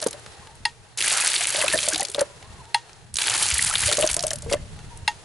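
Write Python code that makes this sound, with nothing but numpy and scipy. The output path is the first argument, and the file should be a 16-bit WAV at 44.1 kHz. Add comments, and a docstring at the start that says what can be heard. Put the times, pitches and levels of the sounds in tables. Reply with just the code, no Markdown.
"""Single drops patter and air gulps in a spout first: the tail of a surge from a cast-iron hand pump in a
forest clearing. Two more surges follow: shaped spray over a lower slosh, with noise-burst drops, and gulps
and bubbles as fluttering tones. Between them clanks and a rubbing rod excite the modes of the casting;
the linkage taps and the pivot squeaks. Forest echo, wind on the microphone, hiss and a far hum lie below."""
import sys
import numpy as np
from scipy import signal
from scipy.fft import rfft, irfft
from scipy.io import wavfile

SR = 44100
rng = np.random.default_rng(int(sys.argv[2]) if len(sys.argv) > 2 else 0)


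def transcribe(signal):
    """Save signal, clipped to [-1, 1], as a 16-bit WAV file at the path in sys.argv[1]."""
    frames = np.atleast_2d(signal).T
    limited = np.clip(frames, -1, 1)
    pcm = np.round(limited * 32767).astype(np.int16)
    wavfile.write(sys.argv[1], SR, pcm)


N = 231348

# water surges on the ground, one curve each: t/s, splash level/dB, puddle slosh level/dB
SURGE_CURVES = [
    [(0.0, -50, -77), (0.03, -44.5, -38), (0.16, -60, -117)],
    [(0.968, -59, -60), (0.976, -26.5, -49), (1.01, -20.5, -47.5), (1.15, -21.5, -30.5), (1.33, -21.5, -39),
     (1.5, -25.5, -43.5), (1.63, -23.5, -31), (1.8, -26.5, -48.5), (1.95, -31, -43.5), (2.12, -47.5, -63),
     (2.21, -41, -32), (2.26, -49, -65)],
    [(3.137, -50.5, -77), (3.2, -22.5, -40), (3.35, -21.5, -34.5), (3.6, -24, -44.5), (3.735, -26, -38),
     (3.91, -21.5, -42), (4.1, -35, -42.5), (4.38, -52.5, -60), (4.49, -47.5, -57), (4.537, -26, -47),
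     (4.6, -100, -63)],
]
# splash spectrum, relative: f/Hz, density/dB
SPLASH_SPECTRUM = [(590, -9), (1000, -8.5), (2250, 10.5), (3690, 9), (4640, 11.5), (5180, 8.5), (10600, 12),
                   (11000, 11), (14300, -71), (22000, -120)]
# slosh spectrum, relative: f/Hz, density/dB
SLOSH_SPECTRUM = [(290, -49.5), (500, -17.5), (874, 1), (1080, -3), (1660, 3), (2500, -16), (3250, -15),
                  (5500, -120)]
# single drops landing: t/s, peak level before panning/dB, band pitch f/Hz
DROP_LANDINGS = [(0.016, -12, 10800), (0.0262, -10.5, 4450), (0.0394, -13, 9600), (0.063, -18, 3950),
                 (0.069, -9, 10300), (0.084, -15, 5570), (0.109, -14, 8590), (0.129, -12, 3560),
                 (0.196, -32, 10000), (0.553, -35, 10300), (0.974, -12.5, 10500), (0.9846, -13, 5400),
                 (1.023, -11, 11200), (1.0774, -3, 2400), (1.247, -16, 9500), (1.285, -11, 5400),
                 (1.299, -12, 1860), (1.34, -10, 1700), (1.426, -10, 3530), (1.5032, -5.5, 11000),
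                 (1.5885, -13, 8300), (1.6136, -2.5, 2120), (1.6802, 0.5, 2440), (1.755, -6, 10900),
                 (1.776, -7, 3390), (1.7875, -4.5, 2450), (1.8036, -17, 2870), (1.829, -5.5, 3020),
                 (1.885, -0.5, 7450), (1.903, -18, 7400), (1.932, -7, 10000), (1.945, -5.5, 4240),
                 (1.958, -4, 3400), (1.9782, -6.5, 9500), (1.996, -10, 4990), (2.0065, -4.5, 7200),
                 (2.0292, -5, 10800), (2.05, -9, 4430), (2.084, -18, 5750), (2.0985, -16.5, 7750),
                 (2.1153, -18.5, 10700), (2.146, -6, 3350), (2.166, -22, 7040), (2.1927, -8, 3800),
                 (2.209, -2.5, 10200), (2.9307, -30.5, 4800), (3.1407, -11.5, 10000), (3.1562, -10.5, 5760),
                 (3.1675, -7, 7200), (3.1856, -3, 2900), (3.218, -2.5, 2850), (3.3057, -10, 2270),
                 (3.513, -18, 9570), (3.5411, -4.5, 9840), (3.59, -16, 3960), (3.738, -4, 1420),
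                 (3.754, -1, 2970), (3.807, -25, 8000), (3.8348, -2, 1960), (3.872, -2, 10800),
                 (3.9252, 0, 2980), (3.97, -2.5, 4680), (3.989, -7.5, 7360), (4.0094, 0.5, 10400),
                 (4.0244, -1, 2360), (4.0342, -8, 2980), (4.0516, -14, 7630), (4.0638, -7.5, 10650),
                 (4.0737, -4.5, 4950), (4.0895, -8.5, 2920), (4.102, -7, 10100), (4.113, -6.5, 10100),
                 (4.13, -11, 7330), (4.142, -2, 10100), (4.1652, -6, 7050), (4.1923, -8, 4530),
                 (4.206, -12, 5000), (4.2255, -10.5, 7500), (4.2368, -7.5, 5200), (4.2668, -2, 11500),
                 (4.279, -14, 6000), (4.3057, -6, 4870), (4.313, -8.5, 1440), (4.332, -8, 10100),
                 (4.357, -13, 10000), (4.385, -21.5, 10200), (4.4214, -19, 6900), (4.497, -16, 1790),
                 (4.511, -24, 3150), (4.5252, -9.5, 4700), (4.533, -7, 2320), (4.973, -28, 8080)]
# air gulping in the spout: t/s, tone level/dB, starting pitch f/Hz, t60/s
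SPOUT_GULPS = [(0.023, -24.5, 598, 0.059), (0.063, -14.5, 475, 0.03), (0.14, -35, 585, 0.1),
               (1.405, -33.5, 702, 0.053), (1.547, -25, 584, 0.022), (1.578, -26.5, 602, 0.21),
               (1.636, -19, 595, 0.069), (1.695, -36.5, 398, 0.062), (1.735, -16.5, 606, 0.094),
               (1.754, -23, 580, 0.089), (1.836, -33.5, 589, 0.16), (1.876, -21.5, 602, 0.065),
               (1.905, -33, 620, 0.072), (1.928, -30.5, 301, 0.16), (1.955, -30, 735, 0.075),
               (1.995, -24, 774, 0.091), (2.019, -25, 560, 0.078), (2.09, -36.5, 392, 0.093),
               (2.148, -26.5, 563, 0.063), (2.181, -15.5, 561, 0.074), (2.212, -13, 560, 0.055),
               (3.879, -27.5, 581, 0.25), (3.914, -17.5, 614, 0.0097), (3.944, -37, 553, 0.068),
               (3.983, -16, 585, 0.1), (4.025, -17, 618, 0.063), (4.039, -18.5, 599, 0.089),
               (4.059, -38, 630, 0.062), (4.165, -22.5, 630, 0.017), (4.179, -30, 680, 0.19),
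               (4.235, -19.5, 615, 0.078), (4.269, -32, 615, 0.075), (4.306, -33, 629, 0.087),
               (4.329, -31, 577, 0.078), (4.427, -40.5, 588, 0.11), (4.461, -29, 452, 0.2),
               (4.513, -17, 557, 0.1), (4.538, -16.5, 582, 0.06)]
# small bubbles bursting in the puddle: t/s, tone level/dB, starting pitch f/Hz, t60/s
PUDDLE_BUBBLES = [(1.063, -23, 2280, 0.048), (1.2106, -22.5, 2480, 0.052), (1.6222, -21.5, 1960, .024),
                  (1.6796, -19, 2580, 0.018), (1.7356, -15, 1736, 0.047), (1.86, -41, 1510, .03),
                  (1.9217, -23.5, 1580, 0.03), (2.0204, -24, 1950, 0.015), (3.5927, -11, 1950, 0.0073),
                  (3.71, -24, 1300, 0.032), (3.8352, -20, 1980, 0.028), (3.914, -23, 1330, .026),
                  (4.1026, -23.5, 2280, 0.014), (4.5146, -34, 2070, 0.033), (4.5366, -28, 2000, 0.036),
                  (4.568, -40, 1750, .03)]
# linkage taking up slack: t/s, level/dB
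SLACK_CLANKS = [(0.652, -14.5), (2.744, -12.5), (5.077, -13)]
# modes of the cast-iron head and handle: f/Hz, level/dB, t60/s
IRON_MODES = [(845, -5, 0.071), (933, -7.5, 0.092), (1276, -25, 0.073), (1530, -15, 0.02),
              (1700, -12, 0.027), (1860, -11, 0.095), (1950, 0.5, 0.015), (2160, -13, 0.031),
              (2110, -18, 0.044), (2750, -1.5, 0.035), (3354, -14.5, 0.064), (3680, -3, 0.012),
              (4214, 1, 0.0077), (4148, 3.5, 0.013), (4240, 4, 0.0084), (4800, -8, 0.04),
              (4950, -8.5, 0.018), (5290, -11, 0.028), (6510, -25.5, 0.1), (8800, -13, 0.031),
              (10100, -11, 0.016)]
# handle in motion between surges, one curve each: t/s, rod rub level/dB, background hiss level/dB
STROKE_CURVES = [
    [(0.0, -58, -44), (0.38, -49, -47.5), (0.5, -55, -51.5), (0.71, -66, -51.5), (0.95, -57, -54.5)],
    [(2.26, -65, -48), (2.45, -52, -49), (2.63, -53.5, -48), (2.68, -54.5, -51), (2.92, -53.5, -51.5),
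     (3.12, -63, -55.5)],
    [(4.6, -72, -48.5), (4.79, -50.5, -48), (4.96, -61, -49), (5.246, -58, -48.5)],
]
# light taps in the linkage as the handle turns round: t/s, level/dB
LINKAGE_TAPS = [(0.262, -24.5), (0.325, -44), (0.472, -31), (2.426, -29.5), (2.654, -34.5), (2.894, -34),
                (4.79, -30)]
# pivot squeaks, one curve each: t/s, f/Hz, level/dB
SQUEAK_CURVES = [
    [(.4, 1080, -75), (.43, 1048, -55), (.455, 975, -58), (.485, 859, -55), (.52, 920, -58),
     (.56, 940, -61), (.58, 920, -80)],
    [(2.43, 1004, -60), (2.47, 1070, -52), (2.51, 1116, -60), (2.545, 1142, -61), (2.58, 1038, -60),
     (2.61, 970, -43.5), (2.65, 850, -57), (2.705, 938, -51), (2.735, 937, -78)],
    [(4.89, 997, -78), (4.92, 942, -46), (4.96, 915, -56), (5.0, 935, -66), (5.04, 927, -62),
     (5.07, 900, -80)],
]
# wind on the microphone: t/s, level/dB
GUST_CURVE = [(0.0, -50), (0.76, -48.5), (1.2, -60), (1.58, -43), (2.03, -50.5), (2.59, -44), (2.75, -54),
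              (3.25, -44.5), (3.7, -36.5), (4.05, -39), (4.3, -35), (4.5, -33.5), (4.95, -38), (5.25, -50)]
# wind spectrum, relative: f/Hz, density/dB
WIND_SPECTRUM = [(12, -52), (20, 20.5), (43, -7), (64, 5), (158, -2.5), (296, -18.5), (400, -30),
                 (520, -56), (880, -120)]
# puffs thumping the microphone: t/s, peak level/dB, f/Hz
WIND_BUFFETS = [(3.305, -40, 110), (3.523, -24, 68.4), (3.76, -36.5, 113), (3.854, -29, 92),
                (4.112, -34, 54), (4.229, -39, 40.4), (4.469, -37, 114), (4.62, -33, 56.5)]
# hiss spectrum, relative: f/Hz, density/dB
HISS_SPECTRUM = [(120, -28), (200, -7), (229, -25), (270, -8.5), (440, 2.5), (595, -6.5), (636, -2),
                 (11000, -13), (14300, -63), (22000, -120)]
# left-right likeness of wind and hiss: f/Hz, correlation/1
CHANNEL_LIKENESS = [(30, 0.19), (60, 0.78), (120, 0.71), (300, 0.78), (1000, 0.3), (4000, 0.087),
                    (10000, 0.82)]

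DROPLETS_PER_S, FULL_FLOW_DB, RATE_EXPONENT = 3500, -23, 0.3   # rate at full flow; exponent on splash gain
CHOP_FULL_DB, CHOP_THIN_DB, THIN_BELOW_DB = 0.63, 4, 24   # chop grows over this fall below full flow
SPLASH_SIDE_DB = -14.5   # side re mid
GURGLE_PER_S, SPOUT_HZ, SPOUT_T60_S = 400, 599, 0.02
GURGLE_RE_SPLASH_DB, GURGLE_RE_GULP_DB, STIR_T60_S = -27.5, -18, 0.12
DROP_T60_S, DROP_T60_SPREAD_DB, DROP_PAN_SPREAD_DB = 0.023, 0.5, 3   # median t60; chance spreads
CHIRPS_PER_S, CHIRP_RE_SLOSH_DB, CHIRP_LOW_HZ, CHIRP_HIGH_HZ = 32, -10, 730, 2450   # least level
GULP_LEAD_RAD = 0.73   # left ahead of right
REBOUND_DELAY_S, REBOUND_RE_CLANK_DB = 0.036, -24
SHIVER_RE_CLANK_DB, SHIVER_T60_S = -10, 0.2   # countless faint modes of the casting, as one noise
FOREST_T60_S, FOREST_DB = 0.55, -26.5
BUFFET_SWELL_S, BUFFET_T60_S = 0.0063, 0.12
HUM_HZ, HUM_WIDTH_HZ, HUM_DB = 121, 8.9, -54
MIC_LOW_HZ, MIC_CEILING, MIC_TOP_HZ = 44.3, 0.56, 11050   # ceiling re full scale 1
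LEFT_RIGHT = np.array([[1], [-1]])


def from_db(db):
    """Gain of a level in dB."""
    return 10 ** (np.asarray(db) / 20)


def rms_one(x):
    """Scaled to rms 1."""
    return x / np.sqrt(np.mean(x ** 2) + 1e-20)


def in_time(rows):
    """Columns of a curve table at every sample."""
    s, *columns = np.transpose(rows)
    return [np.interp(np.arange(N) / SR, s, c) for c in columns]


def at_hz(points, hz):
    """A table read on a log-frequency axis."""
    table_hz, values = np.transpose(points)
    return np.interp(np.log(hz), np.log(table_hz), values)


def bin_hz():
    """FFT bin frequencies, kept off zero for the log axis."""
    return np.maximum(np.fft.rfftfreq(N, 1 / SR), 1)


def colour(x, spectrum):
    """White input shaped to a spectrum; rms 1."""
    return rms_one(irfft(rfft(x) * from_db(at_hz(spectrum, bin_hz())), N))


def wide_noise(spectrum):
    """Stereo noise whose channel correlation depends on frequency; rms 1."""
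    hz = bin_hz()
    mid, side = rfft(rng.standard_normal((2, N)))
    alike = np.clip(at_hz(CHANNEL_LIKENESS, hz), -1, 1)
    both = np.sqrt(1 + alike) * mid + np.sqrt(1 - alike) * side * LEFT_RIGHT
    return rms_one(irfft(both * from_db(at_hz(spectrum, hz)), N))


def drift(rate_hz):
    """Slow chance of rms 1: noise at every 20th sample through a double one-pole low-pass."""
    r = np.exp(-40 * np.pi * rate_hz / SR)
    noise = rng.standard_normal(N // 20 + 2002)
    slow = signal.lfilter([1], [1, -2 * r, r * r], noise)[2000:]   # settled part
    return np.interp(np.arange(N) / 20, np.arange(len(slow)), rms_one(slow))


def ring(x, hz, t60):
    """Two-pole resonance: a unit click starts a decaying sine of height about 1."""
    r, w = from_db(-60 / (t60 * SR)), 2 * np.pi * hz / SR
    return signal.lfilter([0, np.sin(w)], [1, -2 * r * np.cos(w), r * r], x + 1e-18)


def filtered(x, order, hz, kind):
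    """Butterworth filter."""
    return signal.sosfilt(signal.butter(order, hz, kind, fs=SR, output="sos"), x)


def add(out, s, sound):
    """Mixes a short sound in at time s."""
    i = round(s * SR)
    out[:, i:i + sound.shape[1]] += sound[:, :N - i]


def impacts(per_s, spread_db):
    """Random clicks of uneven size; sparse and dense stretches carry the same power on average."""
    sizes = from_db(spread_db * np.minimum(rng.exponential(1, N), 4)) * rng.choice([-1, 1], N)
    return sizes * (rng.random(N) < per_s / SR) / np.sqrt(per_s)


def surge():
    """The stream breaking on the ground: bright splash, lower slosh, and the gurgle in the spout."""
    t = np.arange(N) / SR
    gains = np.zeros((2, N))
    for rows in SURGE_CURVES:
        on = (t >= rows[0][0]) & (t < rows[-1][0])
        gains = gains + on * from_db(in_time(rows))
    splash_gain, slosh_gain = gains
    per_s = DROPLETS_PER_S * (splash_gain / from_db(FULL_FLOW_DB)) ** RATE_EXPONENT
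    per_s = np.clip(per_s, 300, 20000)
    mid, side = (droplets(per_s, spread_db=6.5, cycles=8.3, bed=1.13) for _ in range(2))
    spray = mid + from_db(SPLASH_SIDE_DB) * side * LEFT_RIGHT
    gurgle_gain = stirred() + from_db(GURGLE_RE_SPLASH_DB) * splash_gain
    spout = gurgle_gain * (gurgle() + 0.39 * gurgle() * LEFT_RIGHT)
    # steady when full, choppy when thin
    thin = np.clip((FULL_FLOW_DB - 20 * np.log10(splash_gain + 1e-9)) / THIN_BELOW_DB, 0, 1)
    clumps = from_db((CHOP_FULL_DB + CHOP_THIN_DB * thin) * drift(35))
    slops = from_db(2.0 * drift(25))
    splash = clumps * splash_gain * colour(spray, SPLASH_SPECTRUM)
    return splash + slops * slosh_gain * colour(spray, SLOSH_SPECTRUM) + spout


def droplets(per_s, spread_db, cycles, bed):
    """Impacts and a bed of spray dealt to pitches that ring a few cycles; patches of pitches flicker."""
    hits = rms_one(impacts(per_s, spread_db)) + bed * rng.standard_normal(N)
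    pitches, dealt = np.geomspace(400, 12000, 24), rng.integers(0, 24, N)
    # three neighbouring pitches share a patch
    patches = [from_db(1.5 * drift(30) + 3.2 * drift(90)) for _ in range(8)]
    rings = np.zeros(N)
    for k, hz in enumerate(pitches):
        rings += hz * patches[k // 3] * ring(hits * (dealt == k), hz, cycles / hz)
    return from_db(2.1 * drift(126)) * rms_one(rings)


def gurgle():
    """Bubbles of many sizes burst in the spout and excite its air column; rms 1."""
    hits = impacts(GURGLE_PER_S, spread_db=3.5)
    pitches, dealt = np.geomspace(340, 2100, 12), rng.integers(0, 12, N)
    plops = sum(ring(hits * (dealt == k), hz, 14.0 / hz) for k, hz in enumerate(pitches))
    soft = signal.lfilter([0.15], [1, -0.85], plops)
    return rms_one(rms_one(soft) + 1.74 * rms_one(ring(soft, SPOUT_HZ, SPOUT_T60_S)))


def stirred():
    """Each gulp leaves the water in the spout stirred; the stir dies away."""
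    kicks = np.zeros(N)
    for s, db, *_ in SPOUT_GULPS:
        kicks[round(s * SR)] = from_db(db + GURGLE_RE_GULP_DB)
    return signal.lfilter([1], [1, -from_db(-60 / (STIR_T60_S * SR))], kicks)


def drops():
    """Each drop is a dying noise burst, strongest in a band around its pitch."""
    out, t = np.zeros((2, N)), np.arange(2000) / SR
    chance = rng.standard_normal((len(DROP_LANDINGS), 2, 2001))
    for (s, db, hz), noise in zip(DROP_LANDINGS, chance):
        # last column: chance in length and place
        t60 = DROP_T60_S * from_db(DROP_T60_SPREAD_DB * noise[0, -1])
        pan_db = DROP_PAN_SPREAD_DB * noise[1, -1]
        burst = noise[:, :-1] * from_db(-60 * t / t60) * np.minimum(t / 0.00054, 1)
        band = signal.butter(1, [hz / 1.05, min(hz * 1.46, 0.45 * SR)], "band", fs=SR)
        mid, side = signal.lfilter(*band, burst) + 0.37 * np.diff(burst, prepend=0)
        stereo = (mid + from_db(SPLASH_SIDE_DB) * side * LEFT_RIGHT) / np.abs(mid).max()
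        add(out, s, from_db(db + pan_db / 2 * LEFT_RIGHT) * stereo)
    return out


def bursting(rows, rise, rough, lead_rad, swell, slap_db):
    """Water slaps shut on an air pocket, which swells into a fluttering tone whose pitch creeps up."""
    out, t = np.zeros((2, N)), np.arange(6000) / SR
    chance = rng.standard_normal((len(rows), 7000))
    flutter = rms_one(filtered(chance, 2, 70, "low")[:, 1000:])
    for (s, db, hz, t60), wobble, noise in zip(rows, flutter, chance[:, :6000]):
        shape = (1 - np.exp(-t / max(swell, 1e-4))) ** 1.3 * from_db(-60 * t / t60)
        phase = 2 * np.pi * hz * (t + rise * t ** 2) + rough * wobble + lead_rad / 2 * LEFT_RIGHT
        tone = np.sin(phase) * (1 + rough * wobble[::-1]) * shape / shape.max()
        band = signal.butter(2, [hz * 0.54, hz * 2.0], "band", fs=SR)
        slap_shape = from_db(slap_db - 60 * t / 0.054) * np.minimum(t / 0.0021, 1)
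        slap = slap_shape * rms_one(signal.lfilter(*band, noise))
        add(out, s, from_db(db + 0.6 * LEFT_RIGHT) * (tone + slap))
    return out


def gulps():
    """Air pockets gulping in the spout; the left channel leads in phase."""
    return bursting(SPOUT_GULPS, rise=0.53, rough=0.41, lead_rad=GULP_LEAD_RAD, swell=0.0037, slap_db=-6.5)


def bubbles():
    """Small puddle bubbles: purer tones with almost no slap."""
    return bursting(PUDDLE_BUBBLES, rise=1.66, rough=0.11, lead_rad=-0.17, swell=0.0021, slap_db=-28)


def chirps():
    """Tiny bubbles burst at random while the puddle sloshes, each gliding upward."""
    rows = []
    for curve in SURGE_CURVES:
        s, _, slosh_db = np.transpose(curve)
        length_s = s[-1] - s[0]
        count = round(CHIRPS_PER_S * length_s)
        for when, size, pitch in rng.random((300, 3))[:count]:
            at = s[0] + when * length_s
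            hz = CHIRP_LOW_HZ * (CHIRP_HIGH_HZ / CHIRP_LOW_HZ) ** pitch
            db = np.interp(at, s, slosh_db) + CHIRP_RE_SLOSH_DB + 6.1 * size
            rows.append((at, db, hz, 31.0 / hz))
    return bursting(rows, rise=2.7, rough=0.22, lead_rad=-0.31, swell=0.0025, slap_db=7)


def radiated(x):
    """Small iron parts radiate no bass."""
    return filtered(x, 4, 650, "high")


def clanks():
    """One firm blow and a few ms of chattering contact ring the iron; a weaker rebound follows."""
    blow, chatter, shiver = np.zeros((3, 1, N))
    t = np.arange(12000) / SR
    chance = rng.standard_normal((len(SLACK_CLANKS), 3, 1, 12000))
    for (s, db), (first, second, wash) in zip(SLACK_CLANKS, chance):
        touch = from_db(db - 60 * t / 0.035) * np.minimum(t / 0.00012, 1)
        add(blow, s + 0.001015, from_db([[db]]))
        add(chatter, s, touch * first)
        add(chatter, s + REBOUND_DELAY_S, from_db(REBOUND_RE_CLANK_DB) * touch * second)
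        add(shiver, s, from_db(db + SHIVER_RE_CLANK_DB - 60 * t / SHIVER_T60_S) * wash)
    strike = blow[0] + 0.04 * chatter[0]
    modes = np.zeros(N)
    for k, (hz, db, t60) in enumerate(IRON_MODES):
        modes += from_db(db + 2.5) * (-1) ** k * ring(strike, hz, t60)   # alternating sign
    clack = filtered(chatter[0] + shiver[0], 1, [1700, 5500], "band")
    return radiated(modes + from_db(-4.5) * clack)


def rod_rub(rub_db):
    """The rod rubs in the head: uneven scratch noise drives the iron modes, damped to 0.6 of their t60."""
    scratch = filtered(rng.standard_normal(N) * from_db(1.5 * drift(40)), 1, 1200, "low")
    modes = sum(from_db(db) * ring(scratch, hz, 0.6 * t60) for hz, db, t60 in IRON_MODES)
    return radiated(from_db(rub_db) * (rms_one(modes) + 0.2 * rms_one(scratch)))


def taps():
    """Damped by the hand, a tap is a dull burst with no ring."""
    out, t = np.zeros((1, N)), np.arange(1500) / SR
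    for (s, db), noise in zip(LINKAGE_TAPS, rng.standard_normal((len(LINKAGE_TAPS), 1, 1500))):
        add(out, s, from_db(db - 60 * t / 0.024) * noise)
    return filtered(out[0], 1, [500, 3500], "band")


def squeak():
    """Stick and slip in the pivot: a weak tone that glides and wavers."""
    hz, db = in_time(np.concatenate(SQUEAK_CURVES))
    phase = 2 * np.pi * np.cumsum(hz * (1 + 0.025 * drift(56.5))) / SR
    return np.sqrt(2) * from_db(db + 2.7 * drift(50)) * np.sin(phase)


def forest(x):
    """Trunks scatter the sound back as a dull, dying wash, partly different in each channel."""
    t = np.arange(20000) / SR
    wash = rng.standard_normal((2, 20000)) * from_db(-60 * t / FOREST_T60_S) * (t > 0.008)
    mid, side = filtered(wash, 1, [600, 5000], "band")
    response = mid + 0.5 * side * LEFT_RIGHT
    response = response / np.sqrt(np.sum(response[0] ** 2))
    return from_db(FOREST_DB) * signal.fftconvolve(x[None], response, axes=1)[:, :N]


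def wind():
    """Wind on the microphone: low noise under a gust curve with random swells."""
    return from_db(in_time(GUST_CURVE)[0] + 3.6 * drift(17)) * wide_noise(WIND_SPECTRUM)


def buffets():
    """A puff of air pushes the diaphragm: a few low, damped swings."""
    out, t = np.zeros((1, N)), np.arange(12000) / SR
    shape = (1 - np.exp(-t / BUFFET_SWELL_S)) * from_db(-60 * t / BUFFET_T60_S)
    for s, db, hz in WIND_BUFFETS:
        swings = np.sin(2 * np.pi * hz * t) * shape / shape.max()
        add(out, s, from_db(db) * swings[None])
    return out


def hiss(hiss_db):
    """Light background hiss: shaped noise of gently wavering level."""
    return from_db(hiss_db + 1.33 * drift(23)) * wide_noise(HISS_SPECTRUM)


def hum():
    """A far machine hum that wavers: noise in a narrow resonance, own in each channel."""
    t60 = np.log(1000) / (np.pi * HUM_WIDTH_HZ)
    return from_db(HUM_DB) * rms_one(ring(rng.standard_normal((2, N)), HUM_HZ, t60))


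def scene():
    """Water and pump close by, the water's echoes, and the surroundings."""
    rub_db, hiss_db = in_time(np.concatenate(STROKE_CURVES))
    water = gulps() + surge() + drops() + chirps() + bubbles()
    pump = clanks() + rod_rub(rub_db) + taps() + squeak()
    pump = pump * from_db(0.4 * LEFT_RIGHT)   # slightly left
    echoes = forest(water.mean(axis=0))
    return water + pump + echoes + wind() + buffets() + hiss(hiss_db) + hum()


def record(dry):
    """The microphone loses the deepest bass, peaks are squeezed under a ceiling, the top is cut."""
    x = filtered(dry, 2, MIC_LOW_HZ, "high")
    x = x / (1 + (x / MIC_CEILING) ** 4) ** (1 / 4)
    return signal.sosfilt(signal.cheby1(11, 1, MIC_TOP_HZ, fs=SR, output="sos"), x)


dry = scene()
out = record(dry)
transcribe(out)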